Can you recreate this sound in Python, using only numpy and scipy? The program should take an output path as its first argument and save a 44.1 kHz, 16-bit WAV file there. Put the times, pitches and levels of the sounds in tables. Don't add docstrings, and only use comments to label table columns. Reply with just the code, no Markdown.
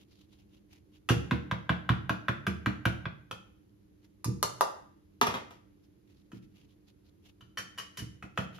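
import sys
import numpy as np
from scipy import signal
from scipy.fft import rfft, irfft, next_fast_len
from scipy.io import wavfile
from scipy.ndimage import uniform_filter1d

SR = 44100
rng = np.random.default_rng(int(sys.argv[2]) if len(sys.argv) > 2 else 0)


def output_pcm(signal):
    pcm = np.clip(np.atleast_2d(signal).T, -1, 1) * 32767
    wavfile.write(sys.argv[1], SR, np.round(pcm).astype(np.int16))


N = 378819
T = np.arange(int(.8 * SR)) / SR

# (time [s], level [dB], treble against body [dB], bowl thump [dB], chatter of loose metal [dB])
SIEVE_KNOCKS = [(1.096, -20, -16, -20, 1), (1.31, -18.5, -23, -22.5, -7), (1.512, -19.5, -24, -29.5, -23.5),
                (1.693, -15, -28, -24, -12.5), (1.891, -14.5, -25, -22, -16.5), (2.094, -16, -21, -29, -15),
                (2.283, -15.5, -25, -28.5, -18), (2.467, -18, -16.5, -27.5, -14),
                (2.66, -16.5, -21.5, -26, -13.5), (2.854, -14.5, -17.5, -24, -16),
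                (3.055, -24.5, -35, -35, -30)]
# (frequency [Hz], level [dB], t60 [s])
SIEVE_MODES = [(595.23, -18, 0.032), (1088, -8, 0.03), (1316, -6, 0.01), (1566, -1, 0.017),
               (2338, -22.5, 0.033), (3400, -12, 0.0097)]
# (frequency [Hz], level [dB])
SIEVE_CRACK = [(200, -5.5), (600, 0.5), (2500, 0), (3500, -7), (5000, -13), (10500, -14), (14000, -16),
               (16000, -31.5)]


def sieve_knocks():
    return blows(SIEVE_KNOCKS, SIEVE_MODES, SIEVE_CRACK, gain_db=-7, rise_s=0.002, detune=0.022,
                 crack_db=-4.0, crack_t60=0.039, chatter_t60=0.22,
                 treble_hz=4306, treble_db=-0.5, thump_db=-1.0, thump_lag_s=.005)


# (frequency [Hz], level [dB], t60 [s])
BOWL_MODES = [(76.2, -14, 0.68), (114.4, -2.5, 0.15), (123.06, -12, .25), (136, -11, 0.43), (146, 0.5, .06),
              (184.1, -1, .17), (240, -4.5, 0.044), (283.7, -4, 0.075), (332.2, -8, .15), (466, -22, 0.25)]


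def thump():
    boom = ring(BOWL_MODES, scatter_db=3.0, detune=.025, rise_s=.008, stagger_s=.0015)
    boom = low_cut(boom, hz=52)
    return boom / loudest(boom, .02)


# (time [s], level [dB])
BOWL_ROCKS = [(1.16, -29.5), (4.278, -28.5), (6.36, -49), (8.015, -40.5), (8.06, -46), (8.45, -49)]


def rocking():
    out = np.zeros(N)
    for s, db in BOWL_ROCKS:
        add(out, undb(db) * thump(), s)
    return out


# (time [s], level [dB], treble against body [dB], bowl thump [dB], chatter of loose metal [dB])
WALL_CLANKS = [(1.089, -19.5, 2, -37, -3), (1.098, -24.5, 1, -37, -3), (1.119, -30.5, 0, -44.5, -5),
               (3.311, -28, -1, -50, -20), (6.317, -46, -3, -46, 2.5), (8.225, -34, -10, -46, -4),
               (8.375, -19, -7.5, -32.5, -9), (8.584, -42, -9, -52, -11)]
# (frequency [Hz], level [dB], t60 [s])
WALL_MODES = [(1286, 0, .017), (1838, -10.5, .018), (2610, -6.5, .018), (2937, -10, .035),
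              (3240, -5.5, .013)]
# (frequency [Hz], level [dB])
METAL_CRACK = [(200, 1.5), (900, 3.5), (1600, -0.5), (3300, -1.5), (4300, -7), (7200, -9), (10500, -9.5),
               (14000, -14.5), (16000, -24.5)]


def wall_clanks():
    return blows(WALL_CLANKS, WALL_MODES, METAL_CRACK, gain_db=-8.0, rise_s=0.001983, detune=0.016,
                 crack_db=-2.5, crack_t60=0.032, chatter_t60=0.12,
                 treble_hz=2300, treble_db=-1.0, thump_db=1, thump_lag_s=.009)


# (time [s], level [dB], treble against body [dB], bowl thump [dB], chatter [dB])
CUP_TAPS = [(4.244, -32, 1.5, -30, -8.5), (4.428, -18, 0, -40.5, -15.5), (4.609, -11, -12, -50, -18.5)]
# (frequency [Hz], level [dB], t60 [s])
CUP_MODES = [(400, -18, .03), (580, -14.5, 0.045), (900, -4, .02), (1004, -8, 0.052), (1191, -1, 0.035),
             (2780, -15, 0.017), (4330, -18.5, 0.016), (5714, -21.5, .012)]
# (frequency [Hz], level [dB])
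CUP_CRACK = [(200, -8), (600, 0), (1300, 2), (2200, -4.5), (3400, -7.5), (4600, -5), (10500, -2),
             (14000, -12), (16000, -26)]


def cup_taps():
    return blows(CUP_TAPS, CUP_MODES, CUP_CRACK, gain_db=-3.5, rise_s=.001, detune=0.011,
                 crack_db=-2.0, crack_t60=0.011, chatter_t60=0.075,
                 treble_hz=2000, treble_db=1, thump_db=-3.5, thump_lag_s=.01)


# (time [s], level [dB], treble against body [dB], bowl thump [dB], chatter of loose metal [dB])
SIEVE_DROP = [(5.213, -12, -13.5, -35, -15), (5.268, -22.5, -11, -32.5, -6), (5.304, -29.5, -28, -39, 2),
              (5.34, -27, -19.5, -42.5, 4), (5.507, -45, -13, -56.5, -3)]
# (frequency [Hz], level [dB], t60 [s])
RIM_MODES = [(235, -13, .15), (447.4, -15.5, 0.06), (720, -12.5, 0.041), (929, -8.5, 0.058),
             (1170, -8.5, 0.097), (1260, -0.5, 0.029), (1850, -19, 0.15), (3350, -14, 0.037),
             (3570, -22, .12), (5640, -24.5, .08)]


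def sieve_drop():
    return blows(SIEVE_DROP, RIM_MODES, METAL_CRACK, gain_db=-4, rise_s=.003, detune=.006,
                 crack_db=-1, crack_t60=0.018, chatter_t60=.18,
                 treble_hz=4000, treble_db=3.5, bounce_db=-16, thump_db=-7, thump_lag_s=.01)


# (time [s], level [dB], treble against body [dB], bowl thump [dB], chatter of loose metal [dB])
WHISK_CLINKS = [(7.408, -47, -14.5, -55.5, -17.5), (7.573, -26.5, -16, -53, -16.5),
                (7.581, -30.5, -8, -53, 5), (7.777, -37.5, -10, -58, -17), (7.784, -29.5, -7.5, -58, -8.5),
                (7.797, -34.5, -7.5, -60, -11), (7.972, -35.5, -3.5, -46, 9), (7.991, -35.5, -5.5, -43, -4)]
# (frequency [Hz], level [dB], t60 [s])
WHISK_MODES = [(1115, -11, .025), (1324, -9, .035), (1782, -9, .022), (3020, 0, .022), (4670, -11.5, 0.027),
               (5730, -12, .025), (6420, -10.5, 0.019), (9300, -6, 0.023)]
# (frequency [Hz], level [dB])
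WIRE_CRACK = [(200, -5), (900, -7), (1600, 3), (3300, -5), (4300, -5.5), (6000, -5), (10200, -3.5),
              (13500, -7), (16000, -19)]


def whisk_clinks():
    return blows(WHISK_CLINKS, WHISK_MODES, WIRE_CRACK, gain_db=-7.5, rise_s=.003, detune=.016,
                 crack_db=1, crack_t60=0.022, chatter_t60=0.11,
                 treble_hz=4350, treble_db=3, bounce_db=-12, thump_db=-2.5, thump_lag_s=0.00804)


def blows(table, modes, crack, gain_db, rise_s, detune, crack_db, crack_t60, chatter_t60,
          treble_hz, treble_db, thump_db, thump_lag_s, bounce_db=None):
    out = np.zeros(N)
    for s, db, bright_db, boom_db, chatter_db in table:
        tone = ring(modes, scatter_db=2.0, detune=detune, rise_s=rise_s, stagger_s=.00005)
        spikes = undb(2.9 * rng.exponential(size=len(T)))
        contacts = unit(rng.standard_normal(len(T)) * spikes)
        pressure = fade(crack_t60) + undb(chatter_db) * fade(chatter_t60)
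        grit = coloured(contacts * pressure, crack)
        tone = tone / loudest(tone, 0.0037)
        grit = undb(crack_db) * grit / loudest(grit, .004)
        blow = low_cut(tone + grit, hz=200)
        treble = shape(blow, lambda f: 1 - 1 / (1 + (f / treble_hz) ** 8))
        body = blow - treble
        treble = undb(bright_db + treble_db) * treble / loudest(treble, 0.0027)
        blow = body / loudest(body, .004) + treble
        if bounce_db is not None:
            blow = rebounds(blow, bounce_db, gap_s=.005, t60=.13)
        add(out, undb(db + gain_db) * blow, s)
        add(out, undb(boom_db + thump_db) * thump(), s + thump_lag_s)
    return out


def ring(modes, scatter_db, detune, rise_s, stagger_s):
    since = T - rise_s
    free = np.zeros(len(T))
    for hz, db, t60 in modes:
        weight, shift, delay = rng.standard_normal(3)
        level = undb(db + scatter_db * weight - 60 * np.maximum(since, 0) / t60)
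        phase = 2 * np.pi * hz * (1 + detune * shift) * (since + stagger_s * delay)
        free += level * np.cos(phase)
    return free * np.sin(np.pi / 2 * np.minimum(T / rise_s, 1)) ** 2


def rebounds(x, db, gap_s, t60, count=10):
    out = x.copy()
    for s in np.cumsum(gap_s * (.5 + rng.random(count))):
        out += undb(db) * undb(-60 * s / t60) * np.pad(x, int(s * SR))[:len(x)]
    return out


# (middle [s], length [s], level [dB], strongest band [Hz])
FLOUR_SLIDES = [(.01, .1, -66, 3180), (.13, .11, -68, 4500), (0.212, .12, -67.5, 3700),
                (0.331, .11, -70, 3500), (0.406, .1, -71, 2780), (0.544, .14, -71, 3000),
                (.745, 0.14, -65, 2200), (0.956, 0.087, -67.5, 3000), (4.044, .065, -70, 1970),
                (5.845, .04, -73, 5500), (6.11, 0.095, -71, 2100), (6.19, 0.1, -73, 4500),
                (6.365, .07, -63, 2200), (6.44, .055, -69, 2000), (6.598, 0.19, -68.5, 2740),
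                (6.716, .08, -72.5, 3400), (6.89, 0.073, -69, 4200), (7.07, 0.085, -74, 4500),
                (7.272, 0.11, -63, 2960), (8.414, 0.13, -56, 1900), (8.559, .078, -56, 2980)]
# (frequency [Hz], level [dB])
SWISH_COLOUR = [(300, -4), (800, -2.5), (1600, -7), (2900, 0), (5000, -4.5), (12000, -14), (16000, -22)]


def swishes(gain_db, flicker_db, grain_db, band_db, mesh_hiss_db, width_octaves):
    grains = wide_noise(N) * undb(grain_db * rng.exponential(size=N))
    flicker = unit(shape(rng.standard_normal(N), lambda f: np.exp(-f / 60)))
    hiss = unit(coloured(grains, SWISH_COLOUR)) * undb(flicker_db * flicker)
    out = undb(mesh_hiss_db) * hiss
    time = np.arange(N) / SR
    for middle, length, db, peak_hz in FLOUR_SLIDES:
        swell = np.maximum(1 - (2 * (time - middle) / length) ** 2, 0) ** 2
        on = swell > 0

        def stroke_colour(f):
            octaves_away = np.log2((f + 1) / peak_hz)
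            return undb(band_db * np.exp(-(octaves_away / width_octaves) ** 2))

        if on.any():
            rustle = shape(hiss[:, on], stroke_colour)
            out[:, on] += undb(db) * swell[on] * unit(rustle)
    return undb(gain_db) * out


# (frequency [Hz], level per Hz [dB])
ROOM_NOISE = [(15, -37.5), (25, -16.5), (50, -5.5), (97, 0), (149, -9.5), (200, -3.5), (249, -14),
              (309, -2.5), (363, -9), (695, -28), (5880, -40.5), (11900, -39.5), (16000, -58.5)]
# (frequency [Hz], level [dB])
HUM_LINES = [(199, -74), (299, -70.5)]


def background(noise_db, waver):
    out = undb(noise_db) * unit(coloured(wide_noise(N), ROOM_NOISE))
    for hz, db in HUM_LINES:
        drift = unit(shape(rng.standard_normal(N), lambda f: np.exp(-f / 12)))
        phase = 2 * np.pi * np.cumsum(hz * (1 + waver * drift)) / SR
        out = out + undb(db) * unit(np.sin(phase))
    return out


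# (frequency [Hz], t60 [s])
ROOM_T60 = [(100, 0.77), (400, 0.4859), (1200, 0.47), (2800, 0.5834), (5500, 0.3261), (11000, 0.5),
            (16000, 0.01)]
# (frequency [Hz], level [dB])
ROOM_COLOUR = [(60, -8), (200, -5), (500, 4.5), (1200, -2.5), (3000, -2), (6000, 1), (13500, -6),
               (16000, -14.5)]


def kitchen(early_db, early_t60, build_s):
    noise = wide_noise(len(T))
    octaves = np.arange(6, 15)
    tail = 0
    for octave, pick in zip(octaves, np.eye(len(octaves))):
        band = shape(noise, lambda f: np.interp(np.log2(f + 1), octaves, pick))
        decay = fade(at(ROOM_T60, 2. ** octave)) + undb(early_db) * fade(early_t60)
        tail = tail + band * decay
    tail = tail * (1 - np.exp(-(T / build_s) ** 2))
    return coloured(unit(tail) / np.sqrt(len(T)), ROOM_COLOUR)


def placed(x, room, wet_db, left_db, left_lag):
    left = undb(left_db / 2) * np.pad(x, (max(left_lag, 0), 0))[:N]
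    right = undb(-left_db / 2) * np.pad(x, (max(-left_lag, 0), 0))[:N]
    echo = signal.fftconvolve(x[None], room, axes=1)[:, :N]
    return np.array([left, right]) + undb(wet_db) * echo


# (frequency [Hz], side minus mid [dB])
ROOM_SIDE = [(60, -12), (150, -8.5), (300, -1), (500, 1), (1200, 2), (4000, -1), (8000, 3.5), (12000, -4)]


def wide_noise(count):
    mid, side = rng.standard_normal((2, count))
    mid = shape(mid, lambda f: (1 + undb(at(ROOM_SIDE, f)) ** 2) ** -.5)
    side = shape(side, lambda f: (1 + undb(-at(ROOM_SIDE, f)) ** 2) ** -.5)
    return np.array([mid + side, mid - side])


def undb(db):
    return 10 ** (np.asarray(db) / 20)


def fade(t60):
    return np.exp(-np.log(1000) * T / t60)


def at(points, hz):
    f, value = np.transpose(points)
    return np.interp(np.log(np.maximum(hz, 1)), np.log(f), value)


def shape(x, gain):
    size = next_fast_len(x.shape[-1] + len(T))
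    hz = np.arange(size // 2 + 1) * SR / size
    return irfft(rfft(x, size) * gain(hz), size)[..., :x.shape[-1]]


def coloured(x, points):
    return shape(x, lambda f: undb(at(points, f)))


def low_cut(x, hz):
    return signal.sosfilt(signal.butter(3, hz, "high", fs=SR, output="sos"), x)


def unit(x):
    return x / np.sqrt(np.mean(x ** 2))


def loudest(x, span_s):
    return np.sqrt(uniform_filter1d(x ** 2, max(int(span_s * SR), 1)).max())


def add(out, x, s):
    i = min(max(int(s * SR), 0), N)
    out[..., i:i + len(x)] += x[:N - i]


def scene():
    room = kitchen(early_db=3.5, early_t60=0.11, build_s=0.002)
    out = placed(sieve_knocks() + rocking(), room, wet_db=-1, left_db=-0.5, left_lag=1)
    out += placed(wall_clanks(), room, wet_db=0.5, left_db=0.2053, left_lag=2)
    out += placed(cup_taps(), room, wet_db=-0.5, left_db=0.2, left_lag=3)
    out += placed(sieve_drop(), room, wet_db=-2.0, left_db=0.7, left_lag=-10)
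    out += placed(whisk_clinks(), room, wet_db=2.5, left_db=0.5, left_lag=1)
    out += swishes(gain_db=-0.5, flicker_db=3.0, grain_db=2.5, band_db=6,
                   mesh_hiss_db=-89.5, width_octaves=0.34)
    return out + background(noise_db=-62.5, waver=.015)


def record(dry):
    lean = [(100, 2.0), (250, 1.1), (500, 0.026)]  # (frequency [Hz], right up and left down [dB])
    # (frequency [Hz], level [dB])
    shared = [(7000, 0), (8000, -13.5), (9200, -14.5), (10000, 0)]
    mid = dry.mean(axis=0)
    side = dry - mid
    left_right = np.array([[-1], [1]])
    heard = shape(side + coloured(mid, shared), lambda f: undb(left_right * at(lean, f)))
    top_cut = signal.ellip(8, .2, 70, 15600, fs=SR, output="sos")
    return signal.sosfilt(top_cut, heard)


dry = scene()
out = record(dry)
output_pcm(out)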